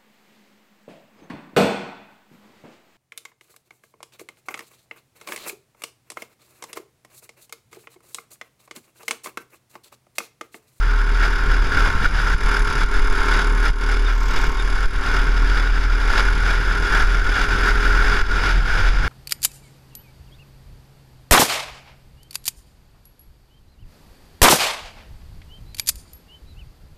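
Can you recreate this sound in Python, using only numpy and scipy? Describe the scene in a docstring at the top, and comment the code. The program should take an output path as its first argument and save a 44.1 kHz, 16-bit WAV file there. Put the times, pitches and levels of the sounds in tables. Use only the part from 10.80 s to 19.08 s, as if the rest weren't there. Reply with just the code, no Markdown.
"""A single-cylinder four-stroke go-kart laps a track, heard from a camera on the driver's helmet.
From the start the engine throbs, puffs and knocks, its vibration rattles plastic and chain, and wind
buffets the microphone. At 1.1 s the throttle lifts briefly; then come scattered hard jolts that duck
the camera's limiter. From 3.2 s the driver glances back and two tiny squeaks sound. The revs climb
slowly until the throttle lifts again at 7.5 s."""
import sys
import numpy as np
from scipy.fft import rfft, irfft, next_fast_len
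from scipy.io import wavfile
from scipy.ndimage import uniform_filter1d, map_coordinates

SR = 44100
rng = np.random.default_rng(int(sys.argv[2]) if len(sys.argv) > 2 else 0)


def unload_wav(signal):
    """Save mono or channel-first audio to the path in sys.argv[1] as 16-bit WAV at rate SR, clipped to [-1, 1]."""
    wavfile.write(
        sys.argv[1],
        SR,
        np.round(np.clip(np.atleast_2d(signal).T, -1, 1) * 32767).astype(np.int16),
    )


N = 365130
TIME = np.arange(N) / SR


def amp(db):
    """Decibels to gain."""
    return 10 ** (np.asarray(db) / 20)


def unit(x):
    """x at rms 1."""
    return x / np.sqrt(np.mean(x ** 2) + 1e-20)


def curves(rows):
    """One automation curve for each column after the time."""
    times, *columns = np.transpose(rows)
    return [np.interp(TIME, times, column) for column in columns]


def wobble(rate):
    """Smooth random modulation, rate knots a second."""
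    return map_coordinates(rng.standard_normal(int(N * rate / SR) + 4), [TIME * rate])


def bump(t, half_width):
    """A bell-shaped envelope centred on t."""
    return np.exp(-((TIME - t) / half_width) ** 2)


def filtered(x, response):
    """x times a complex response of frequency."""
    size = next_fast_len(N + SR // 2)
    return irfft(rfft(x, size) * response(np.fft.rfftfreq(size, 1 / SR)), size)[:N]


def coloured(x, eq):
    """x through an EQ curve (f/Hz, level/dB), at rms 1."""
    hz, db = np.transpose(eq)
    return unit(filtered(x, lambda f: amp(np.interp(np.log(f + 1), np.log(hz), db))))


def ringing(x, modes):
    """x through resonators (f/Hz, width/Hz, level/dB) of alternating polarity, at rms 1."""
    def response(f):
        return sum((-1) ** k * amp(db) * 1j * f * width / (hz * hz - f * f + 1j * f * width)
                   for k, (hz, width, db) in enumerate(modes))
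    return unit(filtered(x, response))


def strokes(turns, scatter_db):
    """One impulse of varying size each time the count passes a whole number."""
    hits = np.flatnonzero(np.diff(np.floor(turns)) > 0)
    sizes = amp(scatter_db * rng.uniform(-0.94, 1, N)[:len(hits)])
    return np.bincount(hits, sizes, N)


def impacts(per_second, scatter_db):
    """Dense tiny collisions of random size and sign."""
    hits = rng.random(N) < per_second / SR
    return unit(hits * rng.choice([-1, 1], N) * amp(scatter_db * rng.standard_normal(N)))


def blowdown(cycle, rise, fall):
    """Pressure after the exhaust valve opens: a quick rise and a slow fall, in shares of a cycle."""
    phase = cycle % 1
    return unit((1 - np.exp(-phase / rise)) * np.exp(-phase / fall))


# Wind faders: t/s, buffet level/dB, rumble level/dB
WIND_FADERS = [(0.0, -41, -40.5), (0.5, -24, -40.5), (0.74, -18.5, -35.5), (1.22, -20, -32),
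               (1.74, -21, -36.5), (2.02, -22, -37.5), (2.2, -15, -46), (2.66, -27.5, -37.5),
               (2.92, -24, -39.5), (3.3, -31, -43), (3.64, -17, -31.5), (3.82, -23.5, -42),
               (4.04, -21, -42), (4.4, -24.5, -36.5), (5.2, -24.5, -41), (5.36, -19.5, -38),
               (5.66, -28, -33.5), (6.04, -21.5, -37.5), (6.18, -23, -37), (7.0, -24, -35),
               (7.42, -17, -35.5), (7.8, -30, -34.5), (8.06, -17.5, -33), (8.26, -23, -34.5)]
# Sub-bass buffeting and the low roar above it: f/Hz, level/dB
BUFFET_EQ = [(4, -1), (11, 1), (21, -8), (32, -0.5), (50, -11), (80, -43), (200, -86)]
RUMBLE_EQ = [(20, 5), (45, 8), (65, 9.5), (110, 4), (160, 3), (220, -8), (500, -9.5), (1200, -62)]
def wind():
    """Turbulence round the helmet lays a bed of slow buffeting and fluttering rumble."""
    buffet_db, rumble_db = curves(WIND_FADERS)
    buffet = coloured(rng.standard_normal(N), BUFFET_EQ)
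    flutter = amp(2.7 * wobble(25))
    rumble = coloured(flutter * rng.standard_normal(N), RUMBLE_EQ)
    return amp(buffet_db + 2) * buffet + amp(rumble_db + 4) * rumble


# Pressure thumps: t/s, level/dB, half-width/s
THUMPS = [(1.272, -1, 0.0082), (1.553, 1, 0.0047), (2.048, -0.5, 0.006), (2.91, 0.5, 0.0053),
          (4.071, -0.5, 0.01), (6.243, -0.5, 0.0069), (7.426, 3.5, .006)]
def jolts():
    """Each hard jolt pushes one pulse of air into the microphone."""
    return sum(amp(db) * bump(t, half_width) for t, db, half_width in THUMPS)


# Tiny squeaks: t/s, f/Hz, level/dB, half-width/s
SQUEAKS = [(3.27, 3620, -31, 0.011), (3.802, 3640, -32.5, 0.016)]
def squeaks():
    """Rubbing gives short chirps with an unsteady pitch."""
    warped_time = np.cumsum(1 + 0.0129 * wobble(220)) / SR
    return sum(amp(db) * bump(t, half_width) * np.sin(2 * np.pi * hz * warped_time)
               for t, hz, db, half_width in SQUEAKS)


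# Rattle faders: t/s, hollow level/dB, bright level/dB
RATTLE_FADERS = [(0.0, -29.0, -40), (0.34, -31, -41.0), (0.44, -24, -34.5), (0.58, -27.5, -39.0),
                 (0.88, -28.5, -37), (0.98, -22.5, -33.5), (1.08, -23.5, -31.5), (1.14, -27, -37.5),
                 (1.26, -20, -31), (1.32, -27, -35.5), (1.48, -21, -32.5), (1.6, -26.5, -35.5),
                 (1.74, -23.5, -33.5), (1.84, -30, -43.5), (1.92, -25.5, -34.5), (2.3, -29, -38),
                 (2.46, -23.5, -33.5), (2.56, -22.5, -29), (2.74, -32, -44), (2.84, -22.5, -35),
                 (2.92, -30.5, -35.5), (2.96, -32, -45), (3.12, -26.0, -33.5), (3.22, -34, -40),
                 (3.28, -28.5, -36.0), (3.34, -33.5, -42.5), (3.44, -34.5, -40), (3.6, -24.5, -31.5),
                 (3.72, -37, -41.5), (3.8, -32.0, -38.5), (3.92, -31.5, -40), (4.02, -25.5, -35.5),
                 (4.12, -31.5, -41), (4.38, -23.5, -33), (4.6, -31, -38.5), (4.76, -24.0, -33),
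                 (4.86, -29, -39.0), (5.02, -27.0, -35), (5.08, -30.5, -39.5), (5.24, -27, -36.5),
                 (5.4, -20, -27.5), (5.46, -25.5, -36.5), (5.6, -29.5, -37), (5.74, -20.5, -30.5),
                 (5.8, -29, -39), (5.9, -23, -33), (6.0, -27.5, -35.5), (6.22, -17.5, -29.5),
                 (6.3, -25.5, -35), (6.42, -28, -38.5), (6.62, -19, -27.5), (6.68, -26.5, -36),
                 (6.76, -21.0, -30), (6.9, -17, -29.5), (6.96, -25.5, -35.0), (7.06, -18.5, -30.5),
                 (7.14, -22.5, -34.5), (7.38, -21, -29.5), (7.5, -25, -34.5), (7.64, -22, -28.5),
                 (7.8, -28.5, -36.5), (8.0, -22, -30.5), (8.2, -31, -36), (8.26, -24.5, -34)]
# Hollow ring of the plastic shell: f/Hz, width/Hz, level/dB
SHELL_MODES = [(1295, 91, -3), (1435, 154, 9), (1780, 420, -4)]
# Bright ring of the camera housing, colouring both rattle and exhaust hiss: f/Hz, width/Hz, level/dB
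HOUSING_MODES = [(2173, 90, 4.5), (2388, 85, 2), (2820, 111, -1), (3430, 160, 0), (3808, 153, -3.5),
                 (4563, 146, -3), (4840, 130, -2.5), (5087, 155, 0), (5660, 590, -10.5), (6370, 520, -12),
                 (7310, 390, -17), (8650, 270, -25.5), (9860, 580, -21.5), (10730, 690, -21)]
# Broad, dry clatter: f/Hz, level/dB
CLATTER_EQ = [(100, -7), (160, 1.5), (230, -3), (380, 0), (620, -5), (850, 0.5), (1900, -2), (2600, -6),
              (4300, -16.5), (6000, -21), (9000, -34.5), (15000, -52)]
def rattle(cycle, throttle):
    """Loose parts chatter in uneven flurries, pushed harder just after each firing."""
    hollow_db, bright_db = curves(RATTLE_FADERS)
    shove = throttle * blowdown(cycle, rise=0.032, fall=0.35)
    flurry = amp(1.24 * wobble(28) + 1.09 * wobble(170))
    shell = ringing(flurry * (1 + 0.18 * shove) * impacts(3000, scatter_db=1), SHELL_MODES)
    housing = ringing(flurry * (1 + 0.33 * shove) * impacts(5000, scatter_db=2.5), HOUSING_MODES)
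    bright_eq = [(1000, -13), (2000, 1), (10800, -0.5), (12000, -5), (14000, -12), (15300, -26)]
    bright = coloured(housing, bright_eq)
    clatter = coloured(flurry * (1 + 0.22 * shove) * impacts(5000, scatter_db=2.5), CLATTER_EQ)
    return amp(hollow_db) * shell + amp(bright_db) * bright + amp(bright_db + 3) * clatter


# Head turn towards the engine: t/s, turn/0-1
GLANCE = [(3.2, 0), (3.45, 0.77), (3.62, 0.9), (3.85, 0)]
# Exhaust hiss, shaded by the head and heard side-on: f/Hz, level/dB
SHADED_EQ = [(1500, -2.5), (3500, -4), (5000, -3.5), (7000, 5.5), (10500, 9), (11800, 6), (14200, -6),
             (15300, -18)]
SIDE_ON_EQ = [(2000, 0), (5100, 1.5), (6500, 1.5), (7600, -2), (11000, -12), (13300, -9), (15000, -30)]
def puffs(cycle, throttle, level_db):
    """Each firing ends in a gritty hiss of gas, which changes colour as the head turns."""
    glance = curves(GLANCE)[0]
    gate = unit(0.43 + throttle * blowdown(cycle, rise=0.043, fall=0.21))
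    grit = ringing(gate * impacts(9000, scatter_db=0.5), HOUSING_MODES)
    shaded = amp(level_db + 8) * (1 - 0.7 * glance) * coloured(grit, SHADED_EQ)
    # side-on, the treble arrives directly and once off the shoulder; the lag shrinks as the head turns
    hiss = gate * rng.standard_normal(N)
    lag_samples = SR / (5100 + 1550 * glance)
    flanged = hiss + 0.7 * map_coordinates(hiss, [np.arange(N) - lag_samples])
    return shaded + amp(-42.5) * glance * coloured(flanged, SIDE_ON_EQ)


# Ring of the engine casing: f/Hz, width/Hz, level/dB
CASING_MODES = [(909, 47, -1.5), (994, 28, -4), (1072, 36, 0.5), (1356, 67, -3.5), (2147, 65, -12)]
def knock(cycle, throttle, level_db):
    """Valve knocks ring the casing once per crank turn, twice per firing, favouring the even orders."""
    loose = cycle + 0.0039 * wobble(60)
    light = strokes(loose + 0.1016, scatter_db=2.5)
    heavy = 1.5 * strokes(loose + 0.6, scatter_db=4.5)
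    casing = ringing(light + heavy, CASING_MODES)
    tone = coloured(casing, [(400, -6), (850, -6.5), (2300, 0), (4000, -24)])
    return amp(level_db - 2.5) * (0.63 + 0.72 * throttle) * tone


# Low-mid body of the silencer: f/Hz, width/Hz, level/dB
SILENCER_MODES = [(170, 96, -12), (274.8, 23, 1), (382.3, 18.6, 0.5), (412.2, 22.6, 2.5), (510, 37, -13)]
def silencer(cycle, throttle, level_db):
    """One exhaust pulse per firing rings the silencer, louder on an open throttle."""
    pipe = ringing(strokes(cycle + 0.0994, scatter_db=3.5), SILENCER_MODES)
    tone = coloured(pipe, [(90, -22), (200, -2), (480, -0.5), (800, -16)])
    return amp(level_db - 1.5) * throttle * tone


# Fader for the engine's fundamental: t/s, level/dB
THROB_FADER = [(0.0, -13), (0.86, -17.5), (1.22, -23.5), (1.56, -15.5), (1.94, -19.5), (2.92, -14),
               (3.04, -19), (3.14, -13.5), (3.44, -15), (3.54, -21.5), (3.82, -16.5), (4.24, -21.0),
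               (4.42, -14.5), (5.16, -14), (5.3, -23), (5.42, -15), (6.14, -19), (6.26, -12), (6.54, -21.5),
               (6.76, -22), (6.92, -14.5), (7.32, -18.5), (7.42, -16), (7.56, -26), (7.78, -11),
               (7.88, -24), (8.16, -12.5), (8.26, -22)]
def throb(cycle):
    """A deep, wavering tone at the firing rate, with a faint octave above."""
    angle = 2 * np.pi * (cycle + 0.038 * wobble(13))
    fundamental = amp(curves(THROB_FADER)[0] + 1.5) * np.sin(angle)
    octave = amp(-33.5 + 1.9 * wobble(5.1)) * np.sin(2 * angle)
    return fundamental + octave


# Engine faders: t/s, silencer level/dB, knock level/dB, puff level/dB
ENGINE_FADERS = [(0.0, -39, -38.5, -59), (0.84, -34.5, -35.5, -59.5), (1.02, -33.5, -29.5, -53),
                 (1.28, -34, -32, -51), (1.72, -32, -30.5, -48), (2.24, -33.5, -33.5, -53),
                 (2.5, -30.5, -29.5, -49), (3.22, -35, -40, -54), (3.36, -39.5, -36.5, -61),
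                 (3.58, -32.5, -29.5, -54), (3.9, -37, -39, -52), (4.16, -38, -38, -55),
                 (4.34, -32, -32, -54.0), (5.06, -38, -41, -65), (5.34, -32, -29, -50),
                 (5.86, -36, -40, -58), (6.18, -32, -32.5, -47.5), (6.4, -37.5, -45, -57),
                 (6.84, -28, -39, -52), (8.26, -36, -39, -72)]
def engine(cycle, throttle):
    """The single cylinder drives four layers, all locked to its firing cycle."""
    silencer_db, knock_db, puff_db = curves(ENGINE_FADERS)
    return (throb(cycle) + silencer(cycle, throttle, silencer_db)
            + knock(cycle, throttle, knock_db) + puffs(cycle, throttle, puff_db))


# Firing rate of the cylinder: t/s, f/Hz
FIRING_RATE = [(0, 37.4), (.35, 37.9), (.7, 38.3), (1, 39.2), (1.15, 38.1), (1.4, 37.05), (1.65, 37.5),
               (2, 37.55), (2.3, 37.8), (2.6, 37.6), (2.85, 38.35), (3.2, 37.95), (3.6, 38.25), (4.3, 39),
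               (4.7, 39.4), (5.1, 39.65), (5.5, 40.03), (7, 41.23), (7.55, 41.57), (7.7, 41), (8, 39.3),
               (8.28, 39)]
# The driver's pedal: t/s, opening/0-1
THROTTLE = [(0, 1), (1.1, 1), (1.2, 0.3), (1.53, 0.47), (1.62, 1), (7.52, 0.76), (7.66, 0.1), (8.28, 0.4)]
def scene():
    """The firing cycle drives engine and rattle; squeaks, wind and jolts join them in mono."""
    cycle = np.cumsum(curves(FIRING_RATE)[0]) / SR + 0.0361
    throttle = curves(THROTTLE)[0]
    return (engine(cycle, throttle) + rattle(cycle, throttle) + squeaks() + wind() + jolts())[None]


def limiter(x, ceiling_db, recovery_db_per_s):
    """Gain ducks at once when the pressure passes the ceiling, then recovers steadily."""
    level = np.abs(uniform_filter1d(x, size=64))
    over_db = np.maximum(20 * np.log10(level + 1e-9) - ceiling_db, 0)
    release_db = recovery_db_per_s * TIME
    duck_db = np.maximum.accumulate(over_db + release_db) - release_db
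    return x * amp(-uniform_filter1d(duck_db, size=128))


def record(dry):
    """The camera limits the peaks, blocks steady pressure and cuts off the highest treble."""
    low_cut_hz, high_cut_hz = 2, 15300
    limited = limiter(dry[0], ceiling_db=-8.5, recovery_db_per_s=98)
    return filtered(limited, lambda f: (f < high_cut_hz) * 1j * f / (low_cut_hz + 1j * f))[None]


dry = scene()
out = record(dry)
unload_wav(out)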